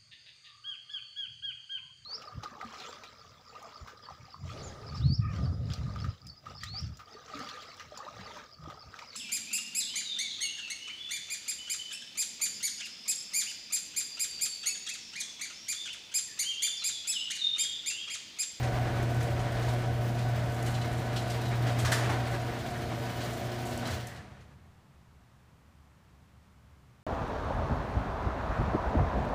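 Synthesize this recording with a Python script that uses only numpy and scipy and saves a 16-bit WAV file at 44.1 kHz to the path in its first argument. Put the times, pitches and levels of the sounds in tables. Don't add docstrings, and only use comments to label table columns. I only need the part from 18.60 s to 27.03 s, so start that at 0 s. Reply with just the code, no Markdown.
import sys
import numpy as np
from scipy import signal
from scipy.fft import rfft, irfft, next_fast_len
from scipy.io import wavfile
from scipy.ndimage import map_coordinates

SR = 44100
rng = np.random.default_rng(int(sys.argv[2]) if len(sys.argv) > 2 else 0)


def put_to_file(sound):
    columns = np.atleast_2d(sound).T
    safe = np.clip(columns, -1, 1)
    whole_steps = np.round(safe * 32767)
    wavfile.write(sys.argv[1], SR, whole_steps.astype(np.int16))


N = 371763
BRAKE_S, SLACK_S = 5.286, 5.47


def amp(db):
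    return 10 ** (np.asarray(db) / 20)


def unit(x):
    return x / np.sqrt(np.mean(x ** 2) + 1e-20)


def along(points, hz):
    knots_hz, values = np.transpose(points)
    return np.interp(np.log(hz + 1), np.log(knots_hz + 1), values)


def curve(points):
    return np.interp(np.arange(N) / SR, *np.transpose(points))


def since(start_s):
    return np.maximum(np.arange(N) / SR - start_s, 0)


def wobble(rate_hz):
    knots = rng.standard_normal(int(N * rate_hz / SR) + 4)
    return map_coordinates(knots, [np.arange(N) * rate_hz / SR])


def filtered(x, response):
    size = next_fast_len(len(x) + SR // 2)
    return irfft(rfft(x, size) * response(np.fft.rfftfreq(size, 1 / SR)), size)[:len(x)]


def coloured(x, spectrum):
    return unit(filtered(x, lambda hz: amp(along(spectrum, hz))))


def ringing(x, modes):
    t = np.arange(SR // 2) / SR
    ring = sum((-1) ** k * amp(db) * width * np.exp(-np.pi * width * t) * np.cos(2 * np.pi * hz * t)
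               for k, (hz, width, db) in enumerate(modes))
    return unit(signal.fftconvolve(np.pad(x, (len(t) - 1, 0), "wrap"), ring, "valid"))


def contacts(rate_hz, spread_db):
    hits = (rng.random(N) < rate_hz / SR) * rng.choice([-1, 1], N)
    return unit(hits * amp(spread_db * rng.standard_normal(N)))


def burst(spectrum, t60_s, rise_s):
    t = np.arange(SR // 2) / SR
    envelope = amp(-60 * t / t60_s) * (1 - np.exp(-t / rise_s))
    return envelope * coloured(rng.standard_normal(len(t)), spectrum)


def add(track, start_s, sound):
    part = track[max(round(start_s * SR), 0):][:len(sound)]
    part += sound[:len(part)]


# frequency in Hz, T60 in seconds.
ROOM_T60 = [(100, 0.89), (700, 0.78), (2000, 0.54), (5000, 0.63), (10000, 0.55), (15000, 0.17)]

def garage(x, wet_db, block=8192):
    out = x.copy()
    for start in range(0, N, block):
        hz, t, noise = signal.stft(rng.standard_normal(SR * 3 // 4), SR, nperseg=256)
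        decay = amp(-60 * t / along(ROOM_T60, hz)[:, None])
        tail = signal.istft(noise * decay, SR, nperseg=256)[1]
        echo = signal.fftconvolve(x[start:start + block], tail / np.linalg.norm(tail))
        add(out, start / SR, amp(wet_db) * echo)
    return out


# frequency in Hz, relative level in dB.
TRAFFIC_SPECTRUM = [(20, -14), (40, -21.5), (70, 2), (100, -6), (150, -4.5), (220, -11.5), (330, -19.5),
                    (450, -21.5), (1150, -20.5), (2000, -27), (4000, -34), (8000, -39), (9500, -42),
                    (15500, -45.5)]

def street(traffic_db=-59.5, boom_db=-65.5):
    traffic = coloured(rng.standard_normal(N), TRAFFIC_SPECTRUM)
    boom = ringing(rng.standard_normal(N), [(71.1, 2.2, 0.5), (124.0, 4.6, 0.5)])
    return amp(traffic_db) * traffic + amp(boom_db) * boom


# time in seconds, relative level in dB.
ROLLER_DRAG = [(0, 2.5), (1.1, 1.5), (1.4, -1), (2.7, 1), (3.15, 3), (3.45, 6.5), (3.9, -1), (5.05, -2),
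               (5.28, 1)]

def effort(drag_share, fade_db_per_s):
    return drag_share * curve(ROLLER_DRAG) - fade_db_per_s * since(BRAKE_S)


# frequency in Hz, relative level in dB.
PING_SPECTRUM = [(3000, -27), (6000, 1), (7300, 5), (9000, 1.5), (11000, -1), (12500, -3), (15000, -12)]

def loose_parts(jingle_db=-66, t60_s=0.1):
    t = np.arange(SR // 4) / SR
    jolts = np.abs(contacts(rate_hz=11, spread_db=2.5))
    envelope = signal.fftconvolve(jolts, amp(-60 * t / t60_s))[:N]
    jingle = coloured(envelope * rng.standard_normal(N), PING_SPECTRUM)
    return garage(amp(jingle_db + effort(drag_share=0.22, fade_db_per_s=110)) * jingle, wet_db=-2)


def coast(whirr_db=-55, start_s=5.41, length_s=.24, start_hz=1990, fall_hz_per_s=1400, width_hz=420):
    t = since(start_s)
    phase = 2 * np.pi * np.cumsum(start_hz - fall_hz_per_s * t) / SR
    swell = np.abs(np.sin(np.pi * np.minimum(t / length_s, 1))) ** .5
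    return amp(whirr_db) * swell * (wobble(width_hz) * np.sin(phase) + wobble(width_hz) * np.cos(phase))


# time in seconds, level in dB.
HUM_LEVELS = [(0.0, -33), (0.16, -32), (1.68, -31), (2.81, -34.5), (2.98, -29), (3.92, -35), (4.06, -47),
              (4.18, -38.5), (5.16, -42), (5.4, -38)]
# harmonic number, relative level in dB.
HUM_OVERTONES = [(2, 1.5), (3, -7), (8, -9.5), (9, -17)]

def motor(hum_hz=119.75, whine_hz=1501, buzz_db=-50, whine_db=-56, release_db_per_s=110):
    t = np.arange(N) / SR
    phase = 2 * np.pi * hum_hz * t + .08 * wobble(8)
    hum_db = curve(HUM_LEVELS) + 1.15 * wobble(14) - release_db_per_s * since(HUM_LEVELS[-1][0])
    buzz = sum(amp(db + 2 * wobble(5)) * np.sin(harmonic * phase + 0.69 * wobble(3.87))
               for harmonic, db in HUM_OVERTONES)
    flutter = 1 + .45 * wobble(22)
    whine = flutter * np.sin(2 * np.pi * whine_hz * t + .6 * wobble(7) + .5 * wobble(30))
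    buzz *= amp(buzz_db + effort(drag_share=-0.73, fade_db_per_s=65))
    whine *= amp(whine_db + effort(drag_share=1.0, fade_db_per_s=72))
    return np.sqrt(2) * (amp(hum_db) * np.sin(phase) + buzz + whine)


# frequency in Hz, width in Hz, relative level in dB.
PANEL_MODES = [(59.3, 14.5, -8), (81.7, 7.5, 1.5), (93.6, 17, -2.5), (136, 26.5, -4.5), (173.4, 17.8, -5.5),
               (204.6, 34.5, -9.5)]
RAIL_MODES = [(268.7, 7.4, -0.5), (295.2, 7.3, -5), (332, 8, 2.5), (362, 4.3, 1.5), (401, 38, -11.5),
              (453.7, 7.8, 1.5), (473.6, 7.1, -2), (510, 6.2, -4.5), (570.6, 13.6, 2), (601.6, 7.1, 1.5),
              (622.4, 13, -4.5), (653, 8.4, 3.5), (693.8, 13, 2.5), (715, 17, 4), (728.8, 12.7, 4),
              (760.8, 9.6, 2.5), (799, 12, -9), (965, 21, -8.5)]
# frequency in Hz, relative level in dB.
SWAY_SPECTRUM = [(10, -30), (25, -10), (50, 3), (62, 2), (90, -19), (300, -80)]
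# start in seconds, gain in dB.
PANEL_JOLTS = [(0.172, -32), (3.22, -29), (3.461, -31), (5.29, -31.5), (5.57, -47.5)]

def door(rumble_db=-39, rail_db=-39, sway_db=-45, jolt_hz=88, jolt_decay_s=0.035):
    elapsed_s = since(0)
    panels = ringing(contacts(rate_hz=900, spread_db=0), PANEL_MODES)
    panels *= amp(rumble_db - .8 * elapsed_s + effort(drag_share=0.22, fade_db_per_s=21))
    rail = ringing(contacts(rate_hz=1500, spread_db=2), RAIL_MODES)
    rail *= amp(rail_db - .4 * elapsed_s + effort(drag_share=0.38, fade_db_per_s=52))
    sway = coloured(rng.standard_normal(N), SWAY_SPECTRUM)
    sway *= amp(sway_db - 2.6 * elapsed_s + effort(drag_share=.6, fade_db_per_s=40))
    t = np.arange(SR // 2) / SR
    jolt = 2 * t / jolt_decay_s * np.exp(-t / jolt_decay_s) * np.sin(2 * np.pi * jolt_hz * t)
    for start_s, db in PANEL_JOLTS:
        add(panels, start_s, amp(db) * jolt)
    return panels + rail + sway


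# frequency in Hz, relative level in dB.
GRIND_SPECTRUM = [(20, -22), (60, -7), (220, 3.5), (400, 3.5), (530, 0.5), (750, 3.5), (900, 0),
                  (1700, -0.5), (2200, -3.5), (2700, -8.5), (3300, -10), (5000, -17), (9000, -25),
                  (15000, -50)]

def rollers(grind_db=-42, judder_db=1.54):
    level_db = grind_db + effort(drag_share=0.84, fade_db_per_s=36.5) + judder_db * wobble(28)
    return amp(level_db) * coloured(contacts(rate_hz=9000, spread_db=3), GRIND_SPECTRUM)


# frequency in Hz, relative level in dB.
CHAIN_SPECTRUM = [(500, -34), (1500, -5.5), (3200, 5), (4400, 3), (5800, -1.5), (7800, -6), (10000, -8),
                  (12300, -10), (14500, -3.5), (15500, -6)]
# frequency in Hz, width in Hz, relative level in dB.
STEEL_MODES = [(2966, 60, 3.5), (3600, 160, 0), (3810, 18, 5), (4006, 66, 10), (4280, 21, 5.5),
               (4510, 42, 5), (7300, 160, -16)]

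def chain(rattle_db=-55, slide_db=-9.5, ring_db=-11, nearing_db_per_s=1.0, slack_db_per_s=65):
    link_hz, scatter_s, spread_db, slap_t60_s, slap_rise_s = 14.25, .003, 1.8, .085, .006
    t = np.arange(SR // 4) / SR
    slap = amp(-60 * t / slap_t60_s) * (1 - np.exp(-t / slap_rise_s))
    slaps = np.zeros(N)
    for link, (late, size) in enumerate(rng.standard_normal((int(N / SR * link_hz), 2))):
        add(slaps, link / link_hz + scatter_s * late, amp(spread_db * size) * slap)
    impacts = (slaps + amp(slide_db)) * contacts(rate_hz=3000, spread_db=4)
    chatter = coloured(garage(impacts, wet_db=0), CHAIN_SPECTRUM)
    slack_db = slack_db_per_s * since(SLACK_S)
    treble = filtered(chatter, lambda hz: hz ** 4 / (hz ** 4 + 7000 ** 4))
    chatter = chatter - treble + treble * amp(1.5 * wobble(16) - slack_db)
    level_db = rattle_db + nearing_db_per_s * since(0) + effort(drag_share=0.21, fade_db_per_s=27)
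    return amp(level_db - slack_db) * unit(chatter + amp(ring_db) * ringing(chatter, STEEL_MODES))


# frequency in Hz, relative level in dB.
CLACK_SPECTRUM = [(600, -40), (2000, -4.5), (3500, 1), (7000, -5.5), (9000, -12), (15000, -22)]
BODY_SPECTRUM = [(100, -40), (300, -27), (700, -4), (1300, -2), (1900, 2.5), (2800, -8), (6000, -41)]
# time in seconds, relative level in dB, brightness in dB.
HINGE_KNOCKS = [(0.028, -34, -12), (0.604, -34, -10), (0.794, -39, 8), (1.02, -36, -3), (1.085, -36.5, 10),
                (1.585, -36.5, 0), (2.061, -35, 16), (2.558, -37, -2), (2.699, -32, 10),
                (3.068, -32.5, -12), (3.188, -31, 16.5), (3.25, -23, 2), (3.319, -19, 11), (3.348, -33, 6),
                (3.495, -31, -6), (3.988, -38, 2), (4.059, -39, -3), (4.451, -39.5, 0), (4.611, -36.5, -13),
                (4.73, -42, 18), (5.11, -38, 12), (5.272, -36, 3), (5.308, -31.5, 3), (5.559, -43.5, -9),
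                (5.806, -54.5, -8)]

def hinges(clack_db=-8, body_db=-18, ping_db=-26):
    track = np.zeros(N)
    for time_s, db, bright_db in HINGE_KNOCKS:
        clack = amp(clack_db) * burst(CLACK_SPECTRUM, t60_s=0.18, rise_s=0.0037)
        body = amp(body_db - bright_db) * burst(BODY_SPECTRUM, t60_s=0.16, rise_s=0.0024)
        ping = amp(ping_db + bright_db) * burst(PING_SPECTRUM, t60_s=0.18, rise_s=0.003)
        add(track, time_s - .002, amp(db) * (clack + body + ping))
    return track


# start in seconds, gain in dB.
ROLLER_SCRAPES = [(2.071, -43.5), (2.139, -38), (2.21, -39.5), (2.559, -33), (2.70, -41), (2.85, -41),
                  (4.601, -39), (5.25, -37.5), (5.33, -44)]

def scrapes(t60_s=.12, rise_s=.008):
    track = np.zeros(N)
    t = np.arange(SR // 2) / SR
    stroke = amp(-60 * t / t60_s) * (1 - np.exp(-t / rise_s))
    for start_s, db in ROLLER_SCRAPES:
        rub = coloured(rng.standard_normal(len(t)), CLACK_SPECTRUM)
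        add(track, start_s, amp(db) * stroke * (rub + ringing(rub, STEEL_MODES)))
    return track


# start in seconds, relative level in dB, pitch in Hz.
JOINT_CLANGS = [(3.245, -34.5, 1240), (3.314, -31, 1340), (3.319, -34, 1890), (3.49, -33.5, 850),
                (4.149, -43, 1510)]

def joints(clang_db=8, width_hz=450):
    track = np.zeros(N)
    for start_s, db, hz in JOINT_CLANGS:
        clang = ringing(burst(BODY_SPECTRUM, t60_s=.2, rise_s=.004), [(hz, width_hz, 0)])
        add(track, start_s, amp(db + clang_db) * clang / np.abs(clang).max())
    return track


# start in seconds, relative level in dB.
PART_TICKS = [(2.026, -28.5), (2.889, -39), (3.679, -44), (5.175, -29.5), (5.272, -32), (5.47, -29)]

def ticks(tick_db=-7):
    track = np.zeros(N)
    for start_s, db in PART_TICKS:
        add(track, start_s, amp(db + tick_db) * burst(PING_SPECTRUM, t60_s=0.023, rise_s=0.0012))
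    return track


def scene():
    running = motor() + door() + rollers() + chain()
    clatter = garage(hinges() + scrapes() + joints() + ticks(), wet_db=-6.5)
    return (running + clatter + loose_parts() + coast() + street())[None]


def record(dry):
    return filtered(dry[0], lambda hz: hz < 15400)[None]


dry = scene()
out = record(dry)
put_to_file(out)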